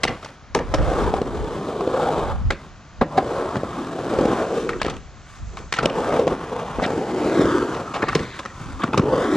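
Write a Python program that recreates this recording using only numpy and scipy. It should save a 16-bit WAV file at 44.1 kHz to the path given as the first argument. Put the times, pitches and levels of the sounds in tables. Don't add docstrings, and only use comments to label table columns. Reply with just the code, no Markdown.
import sys
import numpy as np
from scipy import signal
from scipy.fft import rfft, irfft, next_fast_len
from scipy.io import wavfile
from scipy.ndimage import uniform_filter1d, map_coordinates

SR = 44100
rng = np.random.default_rng(int(sys.argv[2]) if len(sys.argv) > 2 else 0)


def invert_db(level):
    return 10 ** (np.asarray(level, dtype=float) / 20)


def master_out(mix):
    frames = np.transpose(np.atleast_2d(mix))
    ceiling = np.clip(frames, -1, 1)
    pcm = np.round(ceiling * 32767).astype(np.int16)
    wavfile.write(sys.argv[1], SR, pcm)


N = 412776


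def unit(x):
    return x / np.sqrt(np.mean(x ** 2) + 1e-20)


def along(points, hz):
    f, v = np.transpose(points)
    return np.interp(np.log(hz + 1), np.log(f + 1), v)


def curves(rows, t):
    s, *cols = np.transpose(rows)
    return [np.interp(t, s, col) for col in cols]


def wobble(rate):
    knots = rng.standard_normal(int(N * rate / SR) + 4)
    return map_coordinates(knots, [np.arange(N) * rate / SR])


def filtered(x, response):
    size = next_fast_len(x.shape[-1] + 8192)
    spectrum = rfft(x, size) * response(np.fft.rfftfreq(size, 1 / SR))
    return irfft(spectrum, size)[..., :x.shape[-1]]


def noise(spectrum):
    return unit(filtered(rng.standard_normal(N), lambda hz: invert_db(along(spectrum, hz))))


def above(hz, edge_hz, order=4):
    return hz ** order / (hz ** order + edge_hz ** order)


def answer(x, decay, lag_s, rise_s):
    hz, t, z = signal.stft(rng.standard_normal((2, SR // 2)), SR, nperseg=256)
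    shape = invert_db(-60 * t / along(decay, hz)[:, None]) * (1 - np.exp(-t / rise_s))
    mid, side = signal.istft(z * shape, SR, nperseg=256)[1]
    tail = np.array([mid + 0.022 * side, mid - 0.022 * side]) / np.linalg.norm(mid)
    late = np.pad(x, (round(lag_s * SR), 0))
    return signal.fftconvolve(late[None], tail, axes=1)[:, :N]


# (frequency [Hz], phase [radians])
PORT_LEAD = [(100, 0), (950, 0), (1550, 0.67), (2330, 0.66), (7840, 0), (9130, 0.67)]
# (frequency [Hz], level re the sound [dB])
PORT_UNLIKE = [(130, -90), (300, -95), (650, -87), (1300, -28.5), (3000, -15), (6500, -3), (14000, -8)]


def ports(x):
    part = filtered(x, lambda hz: invert_db(along(PORT_UNLIKE, hz)))
    z = signal.stft(part, nperseg=256)[2]
    scrambled = z * np.exp(2j * np.pi * rng.random(z.shape))
    other = unit(signal.istft(scrambled, nperseg=256)[1][:N]) * np.std(part)
    sign = np.array([[1], [-1]])
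    return filtered(x, lambda hz: np.exp(.5j * sign * along(PORT_LEAD, hz))) + sign * other


# (frequency [Hz], relative level [dB])
PARK_COLOUR = [(88, 16), (150, 14), (237, 6), (402, 0.5), (460, -1), (725, 4.5), (844, -1), (1160, 3),
               (1360, 2), (2690, -7), (3440, -9), (6940, -13.5), (7900, -33), (8700, -26), (14000, -71)]
# (time [s], level [dB])
INSECT_LEVEL = [(0, -83), (4.8, -53), (5.1, -61.5), (5.6, -53), (6.7, -94), (6.8, -54), (8.5, -54),
                (9.36, -65)]


def park():
    insects_db, = curves(INSECT_LEVEL, np.arange(N) / SR)
    # (frequency [Hz], relative level [dB])
    band = [(5500, 3.5), (6600, 11), (7150, 5), (7500, 9), (7850, 5), (8300, -28)]
    sway_db, flutter_db = .6 * wobble(2.3), 0.88 * wobble(29)
    hiss = invert_db(-44 + sway_db) * noise(PARK_COLOUR)
    return hiss + invert_db(insects_db + flutter_db) * noise(band)


# (frequency [Hz], relative level [dB])
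SWELL_COLOUR = [(12, -43), (20, -1.5), (59, -7), (258, -29.5), (282, -47), (400, -60), (520, -38),
                (880, -120)]
# (peak time [s], peak level [dB], rise [s], fall [s])
DEEP_SWELLS = [(.07, -37, 0.087, 0.18), (.8, -15, 0.21, 0.24), (1.04, -19.5, .09, 0.24),
               (1.41, -23.5, 0.2, 0.16), (2.47, -17, 0.34, 0.08), (2.8, -46, 0.71, 0.25),
               (3.02, -26, 0.076, 0.025), (4.17, -31, 0.063, 0.22), (4.8, -33.5, 0.3, 0.76),
               (5.42, -28, 0.056, 0.37), (6.13, -39, 1, 0.023), (6.8, -30.5, 0.14, 0.025),
               (8.13, -38, 0.3, 0.32), (8.78, -29.5, 0.25, 0.046)]


def swells():
    t = np.arange(N) / SR
    span_db, calm_db = 20, -62
    swells_db = [db - span_db * np.maximum((s - t) / rise, (t - s) / fall)
                 for s, db, rise, fall in DEEP_SWELLS]
    level_db = np.maximum(np.max(swells_db, axis=0), calm_db)
    shared = noise(SWELL_COLOUR)
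    lumps = [unit(invert_db(2.2 * wobble(14)) * (noise(SWELL_COLOUR) + .45 * shared)) for _ in range(2)]
    return invert_db(level_db + [[1.5], [2.2]]) * np.array(lumps)


# (time [s], relative level [dB])
WALL_LEVEL = [(0, 2), (2, -3), (3, -21.5), (4, 1), (9.36, -5)]
# (frequency [Hz], t60 [s])
WALL_DECAY = [(150, 0.15), (800, 0.11), (3000, 0.21), (9000, 0.22)]


def wall_tail(hits):
    echo_db, = curves(WALL_LEVEL, np.arange(N) / SR)
    far = filtered(hits, lambda hz: 1 - above(hz, 1200, order=2))
    return answer(invert_db(echo_db) * far, WALL_DECAY, lag_s=0.028, rise_s=0.19)


def wall_slap(hits):
    echo_db, = curves(WALL_LEVEL, np.arange(N) / SR)
    lag_s, smear_s = 0.040, 0.003
    dull = filtered(hits, lambda hz: 1 - above(hz, 6800, order=2))
    slap = invert_db(echo_db - 13) * np.pad(dull, (round(lag_s * SR), 0))[:N]
    t = np.arange(SR // 20) / SR
    spread = rng.standard_normal(len(t)) * np.exp(-t / smear_s)
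    return signal.fftconvolve(slap * invert_db(3.9 * wobble(300)), spread / np.linalg.norm(spread))[:N]


# (frequency [Hz], t60 [s])
SCATTER_DECAY = [(150, 0.74), (1000, 0.16), (8000, 0.15)]


def scatter(hits):
    return invert_db(-14.5) * answer(hits * unit(wobble(1300)), SCATTER_DECAY, lag_s=0.0074, rise_s=0.00081)


# (time [s], lag [ms], share of the direct sound [0-1])
GROUND_BOUNCE = [(0, 0.58, 0), (1, 0.26, 0.09), (2.3, 0.26, 0.45), (3.3, 0.24, 0.25), (4.2, 0.24, 0.13),
                 (4.6, 0.54, 0), (6, 0.37, 0.12), (6.7, 0.3, 0.41), (6.85, 0.39, 0.34), (7.25, 0.42, 0.43),
                 (7.5, 0.62, 0.72), (7.8, 0.74, 0.15), (8.9, 0.86, 0.25), (9.15, 0.63, 0.67),
                 (9.36, 0.52, 0.68)]


def off_the_ground(x):
    lag_ms, share = curves(GROUND_BOUNCE, np.arange(N) / SR)
    dull = filtered(x, lambda hz: 1 - above(hz, 6000, order=2))
    return x + share * map_coordinates(dull, [np.arange(N) - lag_ms * SR / 1000])


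# (start [s], end [s], level [dB], start pitch [Hz], end pitch [Hz])
EDGE_SCRAPES = [(4.794, 4.833, -37, 1500, 1580), (4.842, 4.921, -37, 1560, 1077),
                (5.748, 5.82, -39, 3870, 1700), (5.826, 5.843, -40, 2930, 1830),
                (6.83, 6.86, -26, 1900, 1576), (8.013, 8.147, -41, 2080, 1896),
                (8.21, 8.398, -41, 1955, 1900), (8.815, 8.835, -31, 1466, 1480)]


def scrapes():
    out, t = np.zeros(N), np.arange(N) / SR
    grit = invert_db(2.9 * wobble(330))
    smear = 0.146 * wobble(990)
    for start, end, db, start_hz, end_hz in EDGE_SCRAPES:
        on = (t >= start) & (t < end)
        u = (t[on] - start) / (end - start)
        pitch_hz = (start_hz + (end_hz - start_hz) * u) * (1 + smear[on])
        phase = 2 * np.pi * np.cumsum(pitch_hz) / SR
        stroke = np.minimum(1, 8 * np.minimum(u, 1 - u))
        tone = np.sin(phase) + 0.54 * np.sin(2 * phase)
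        out[on] += invert_db(db) * stroke * unit(grit[on] * tone)
    return out


# (time [s], relative rolling strength [dB], drone centre [Hz], relative wheel bite [dB])
BOWL_RUNS = [
    [(0.56, -45, 510, -2), (0.924, -15.5, 500, -6), (0.978, -20.5, 390, 1), (1.172, -25, 437, -2),
     (1.22, -27.5, 384, -7), (1.442, -28.5, 430, -1.5), (1.866, -25.5, 390, -5), (1.956, -21.5, 507, 0),
     (2.062, -20.5, 482, 3), (2.204, -25, 422, 2), (2.29, -34, 460, 9), (2.46, -54, 300, 6)],
    [(3.07, -54, 466, 5), (3.14, -30.5, 596, -4), (3.175, -24.5, 596, -17), (3.242, -26, 475, -5.5),
     (3.404, -21.5, 450, 0), (3.624, -32, 340, 0), (3.89, -28.5, 312, -1), (3.912, -26, 390, -5),
     (4.242, -21, 363, -1.5), (4.388, -19.5, 400, 2), (4.43, -20.5, 493, -3.5), (4.76, -27.5, 340, -22.5),
     (4.96, -47, 340, 2)],
    [(5.76, -46, 424, 15), (5.89, -42, 550, 9), (5.942, -24, 446, 1), (5.998, -14.5, 426, -8),
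     (6.034, -22.5, 503, 2.5), (6.148, -19, 425, 3.5), (6.214, -16.5, 480, -4), (6.236, -26.5, 413, -2.5),
     (6.428, -32.5, 357, 7.5), (6.544, -34, 490, 7), (6.732, -35.5, 430, 8), (6.76, -32.5, 476, 9)],
    [(6.78, -28.5, 342, -6), (6.83, -28, 557, 7), (7.004, -22, 366, -10), (7.072, -25.5, 430, -3.5),
     (7.156, -21, 350, -6), (7.272, -19, 410, -5), (7.464, -16.5, 338, 0), (7.792, -23, 407, -5),
     (7.818, -24.5, 500, -9.5), (7.948, -38.5, 334, 1.5), (8.014, -32.5, 450, -3), (8.08, -65, 415, 12)],
    [(8.8, -33, 310, 6), (8.856, -35.5, 290, -1), (9.02, -23.5, 400, -24), (9.068, -13.5, 465, -28),
     (9.144, -13.5, 510, -16), (9.232, -15.5, 478, -3), (9.316, -17.5, 354, -2), (9.36, -14, 353, -4)],
]
# (centre [s], half length [s], relative grit level [dB], body re grit [dB])
SIDE_SCUFFS = [(0.104, 0.1, -43.5, 5.5), (0.256, 0.088, -44.5, -18), (2.62, 0.063, -47, 1),
               (4.6, 0.062, -34.5, -36), (5.338, 0.067, -45, -31), (5.597, 0.079, -52, 9.5),
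               (5.846, 0.04, -43, 20), (6.863, 0.0062, -52, 15), (8.177, 0.11, -37.5, 1),
               (8.377, 0.055, -40.5, -4), (8.68, 0.19, -43, 1.5)]


def controls(t):
    strength_db, centre_hz, bite_db = curves(np.vstack(BOWL_RUNS), t)
    rolling = sum((t >= run[0][0]) & (t <= run[-1][0] + .03) for run in BOWL_RUNS) > 0
    over_db = strength_db + 27
    thrum_db = -35.5 + 0.23 * over_db
    drone_db = strength_db - 0.5
    rasp_db = -32 + 0.69 * over_db + bite_db
    grit_db = -39 + 0.68 * over_db + 0.37 * bite_db
    levels = rolling * invert_db([thrum_db, drone_db, rasp_db, grit_db])
    for s, half_s, db, body_db in SIDE_SCUFFS:
        layers_db = db + np.array([[body_db + 2.5], [body_db], [body_db / 2 - 0.5], [0]])
        levels = np.hypot(levels, np.exp(-((t - s) / half_s) ** 2) * invert_db(layers_db))
    return levels, centre_hz


# (frequency [Hz], relative level [dB])
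WHEEL_COLOUR = [(53, 25), (90, -1.5), (138, 2.5), (182, 0), (241, 2), (354, -5.5), (402, -9.5), (458, -9),
                (815, -6.5), (1120, -6), (1280, -9), (2140, -23.5), (7880, -31.5), (11600, -38.5),
                (15000, -47)]
# (frequency [Hz], relative level [dB], t60 before the extra damping of a blow [s])
BOARD_MODES = [(155, -1, .05), (237, -4, .035), (350, 0, .035), (440, -1, .03), (530, 0, .035),
               (690, -2, .025), (850, -3, .022), (1104, -2, .022), (1300, -4, .018), (1550, -3, .018),
               (1800, -5, .016), (2120, -4, .016), (2450, -5, .014), (3100, -6, .012), (3550, -6, .012)]


def roll():
    grain = rng.standard_normal(N) * invert_db(1.37 * wobble(150) + 1.3 * wobble(30))
    grain = grain + 5 * rng.standard_normal(N) * (rng.random(N) < 300 / SR)
    grain = grain + 8 * rng.standard_normal(N) * (rng.random(N) < 35 / SR)
    hz, t, z = signal.stft(grain, SR, nperseg=1024, noverlap=768)
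    hz = hz[:, None]
    levels, centre_hz = controls(t)

    from_centre = np.log((hz + 1) / centre_hz)
    hump = 1 + 1.7 * np.exp(-(from_centre / 0.5) ** 2)
    hump = hump + 2.6 * np.exp(-(from_centre / 0.08) ** 2)
    hump = hump * (0.27 + 0.82 * above(hz / centre_hz, 1))
    deck = sum(invert_db(db) / (1 + ((hz - mode_hz) * t60 / 2.26) ** 2) for mode_hz, db, t60 in BOARD_MODES)
    colour = invert_db(along(WHEEL_COLOUR, hz)) * (1 + .9 * deck) * np.ones_like(t)

    above_thrum, above_deck, above_rasp = above(hz, 214, order=6), above(hz, 747), above(hz, 1770)
    thrum = colour * (1 - above_thrum) * above(hz, 92)
    drone = colour * hump * above_thrum * (1 - above_deck)
    rasp = colour * above_deck * (1 - above_rasp)
    grit = colour * above_rasp
    gain = sum(level * part / np.sqrt(np.mean(part ** 2, axis=0))
               for part, level in zip((thrum, drone, rasp, grit), levels))
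    patches = uniform_filter1d(uniform_filter1d(rng.standard_normal(z.shape), 3, 0), 30, 1)
    patchy_db = (2.2 - .9 * above_rasp) * unit(patches)
    return signal.istft(z * gain * invert_db(patchy_db - 5), SR, nperseg=1024, noverlap=768)[1][:N]


# (time [s], peak of the ring [dB], loudest ring [Hz], steel re ring [dB], contact [ms])
BOARD_KNOCKS = [(.033, -17, 1230, 7, 7.2), (.0385, -3, 2160, -7, 1.6), (.047, -21, 200, -32, 8),
                (.051, -8, 757, -7.5, 1), (.226, -25.5, 740, -13, 6.9), (.246, -26, 816, -2, 4),
                (.259, -26, 900, -10, 5.8), (0.546, -7.5, 640, -19.5, 17.7), (.549, -8, 1230, -2.5, 1.7),
                (.559, -12.5, 600, -31, 1.3), (.739, -4, 1310, -13, 2.4), (.742, -8, 585, -11.5, 6.3),
                (2.504, -5.5, 1580, -13.5, 4.8), (2.507, -11.5, 740, -17, 4.7),
                (2.518, -23.5, 526, -11, 9.7), (3.011, -9.5, 1180, -22, 6.6), (3.0145, -6, 770, -23, 1.7),
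                (3.0185, -6, 314, -30, 1.2), (3.024, -11, 560, -24, 5.6), (3.033, -18.5, 776, -27, 4.2),
                (3.172, -9.5, 1100, -17, 7.6), (3.179, -5, 790, -22, 5.8), (3.565, -9.5, 260, -23, 8.1),
                (4.69, -13, 1443, -6.5, 8.6), (4.816, -7, 1310, -11, 2.9), (4.83, -24, 615, 5.5, 1.5),
                (4.845, -13, 374, -10, 6.6), (4.864, -11.5, 342, -13, 3.4), (4.88, -16.5, 1210, -12.5, 4),
                (4.897, -27, 420, 3, 7), (4.919, -49, 440, 0, 5.5), (4.967, -37, 627, 7.5, 0.57),
                (5.569, -23.5, 1138, -4, 9), (5.585, -42, 500, 7, 5.7), (5.7245, -11, 1520, -1.5, 3),
                (5.738, -16, 1710, -3.5, 4.6), (5.766, -28, 2540, 2, 4.5), (5.786, -6, 1380, -11, 5.9),
                (5.827, -12.5, 454, -14, 17), (5.857, -4, 580, -6, 1.7), (6.276, -7, 790, -16, 3.6),
                (6.785, -13, 650, -29, 6.5), (6.798, -10, 1150, -38, 1.8), (6.818, -13, 700, -18, 9.2),
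                (6.825, -15, 620, -12, 5.4), (6.836, -14.5, 910, -10, 7.4), (6.845, -26, 1930, -5, 4.2),
                (6.861, -15.5, 333, -11, 2.1), (7.394, -3, 352, -33, 1.3), (7.455, -7, 448, -20, 1.1),
                (7.737, -25.5, 1300, -4, 20), (7.936, -17.5, 1220, -9.5, 14), (7.954, -13, 795, -16, 14.7),
                (8.021, -11.5, 1390, -14, 7.1), (8.029, -9, 467, -41, 5.1), (8.039, -6, 884, -25, 2.9),
                (8.079, -39, 1490, -11, 1.2), (8.084, -10.5, 1780, -12.5, 5),
                (8.098, -25.5, 1900, -10, 4.4), (8.1295, -16.5, 1300, -17, 3.3),
                (8.149, -11, 1085, -1.5, 6.1), (8.154, -4.5, 444, -32, 3), (8.158, -12.5, 167, -32, 5.2),
                (8.193, -22, 410, -11, 8.9), (8.391, -23, 1600, 0, 1.5), (8.394, -17.5, 1060, -10, 4.3),
                (8.4525, -18.5, 1520, -10, 0.98), (8.458, -15, 1380, -13, 3.3), (8.835, -7, 1150, -15, 4.7),
                (8.84, -7.5, 252, -24, 4.8), (8.929, -11, 1000, -15, 9), (8.943, -5, 885, -22.5, 3.5),
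                (8.9745, -12, 1300, -9, 1.8), (8.976, -4.5, 454, -9, 5.9), (8.985, -9.5, 300, -25, 3.2),
                (8.994, -8, 1130, -16, 2.1), (8.995, -2.5, 223, -28, 3.4)]
# (front time [s], rear time [s], front level [dB], rear level [dB], loudest ring under the front axle [Hz])
SLAB_JOINTS = [(1.1385, 1.2155, -5.5, -7, 760), (1.808, 1.874, -9, -9, 760), (3.556, 3.633, -9, -12, 950),
               (4.1365, 4.2095, -9, -9, 520), (4.188, 4.254, -5.5, -4, 520),
               (6.1945, 6.2695, -5.5, -7, 800)]


def contacts():
    steel_db, contact_ms, rear_ring = -22, 3, .65
    crossings = []
    for front, rear, front_db, rear_db, hz in SLAB_JOINTS:
        crossings.append((front, front_db, hz, steel_db, contact_ms))
        crossings.append((rear, rear_db, rear_ring * hz, steel_db, contact_ms))
    return BOARD_KNOCKS + crossings


def blows():
    out, t = np.zeros(N + SR), np.arange(SR // 8) / SR
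    hz, level, t60 = np.transpose(BOARD_MODES)[:, :, None]
    damping = 1.5
    below_db, above_db = 11, 3
    steel = np.vstack([signal.butter(1, [1600, 3800], "bandpass", fs=SR, output="sos"),
                       signal.butter(2, 8000, fs=SR, output="sos")])
    for s, db, ring_hz, steel_db, ms in contacts():
        contact = np.exp(-t * 1000 / ms) * (1 - np.exp(-t * 1000 / (0.19 * ms + 0.39)))
        ragged = invert_db(3.7 * map_coordinates(rng.standard_normal(128), [t * 600]))
        force, chatter = rng.standard_normal((2, len(t))) * contact * ragged
        push = np.sin(np.pi * np.minimum(1, 2 * ring_hz * t))
        force = force + 3 * np.exp(-ms / 2.5) * push
        softness = signal.butter(2, 1200 + 0.46 * ring_hz, fs=SR, output="sos")
        force = signal.sosfilt(softness, force)

        pitch_hz = hz * rng.normal(1, 0.07, hz.shape)
        octaves = np.log2(hz / ring_hz)
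        pitch_hz[np.abs(octaves).argmin()] = ring_hz
        nearness_db = 4 * np.exp(-(octaves / 0.25) ** 2) - np.maximum(-below_db * octaves, above_db * octaves)
        scatter_db = rng.normal(0, 2, hz.shape)
        bends = 1 - np.exp(-t * hz / 0.29)
        decay_db = -60 * damping * t / t60
        modes = invert_db(level + nearness_db + scatter_db + decay_db) * bends * np.sin(2 * np.pi * pitch_hz * t)

        ring = signal.fftconvolve(force, modes.sum(axis=0))[:len(t)]
        crack = signal.sosfilt(steel, chatter * contact ** 0.036)
        start = round(s * SR)
        out[start:start + len(t)] += invert_db(db) * ring / np.abs(ring).max()
        out[start:start + len(t)] += invert_db(db + steel_db + 2.5) * crack / np.abs(crack).max()
    return signal.lfilter(*signal.butter(3, 105, "highpass", fs=SR), out[:N])


def scene():
    hits = blows()
    board = off_the_ground(roll() + scrapes() + hits)
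    at_ports = ports(board + wall_slap(hits) + park())
    space = wall_tail(hits) + scatter(hits)
    return invert_db([[.3], [-.3]]) * at_ports + space + swells()


def top_cut(x):
    return signal.sosfilt(signal.butter(12, 15120, fs=SR, output="sos"), x)


def record(dry):
    thinned = filtered(dry, lambda hz: above(hz, 30, order=3))
    dulled = filtered(thinned, lambda hz: invert_db(-22 * above(hz, 12730)))
    rounded = dulled / (1 + np.abs(dulled / .95) ** 4) ** (1 / 4)
    return top_cut(rounded)


dry = scene()
out = record(dry)
master_out(out)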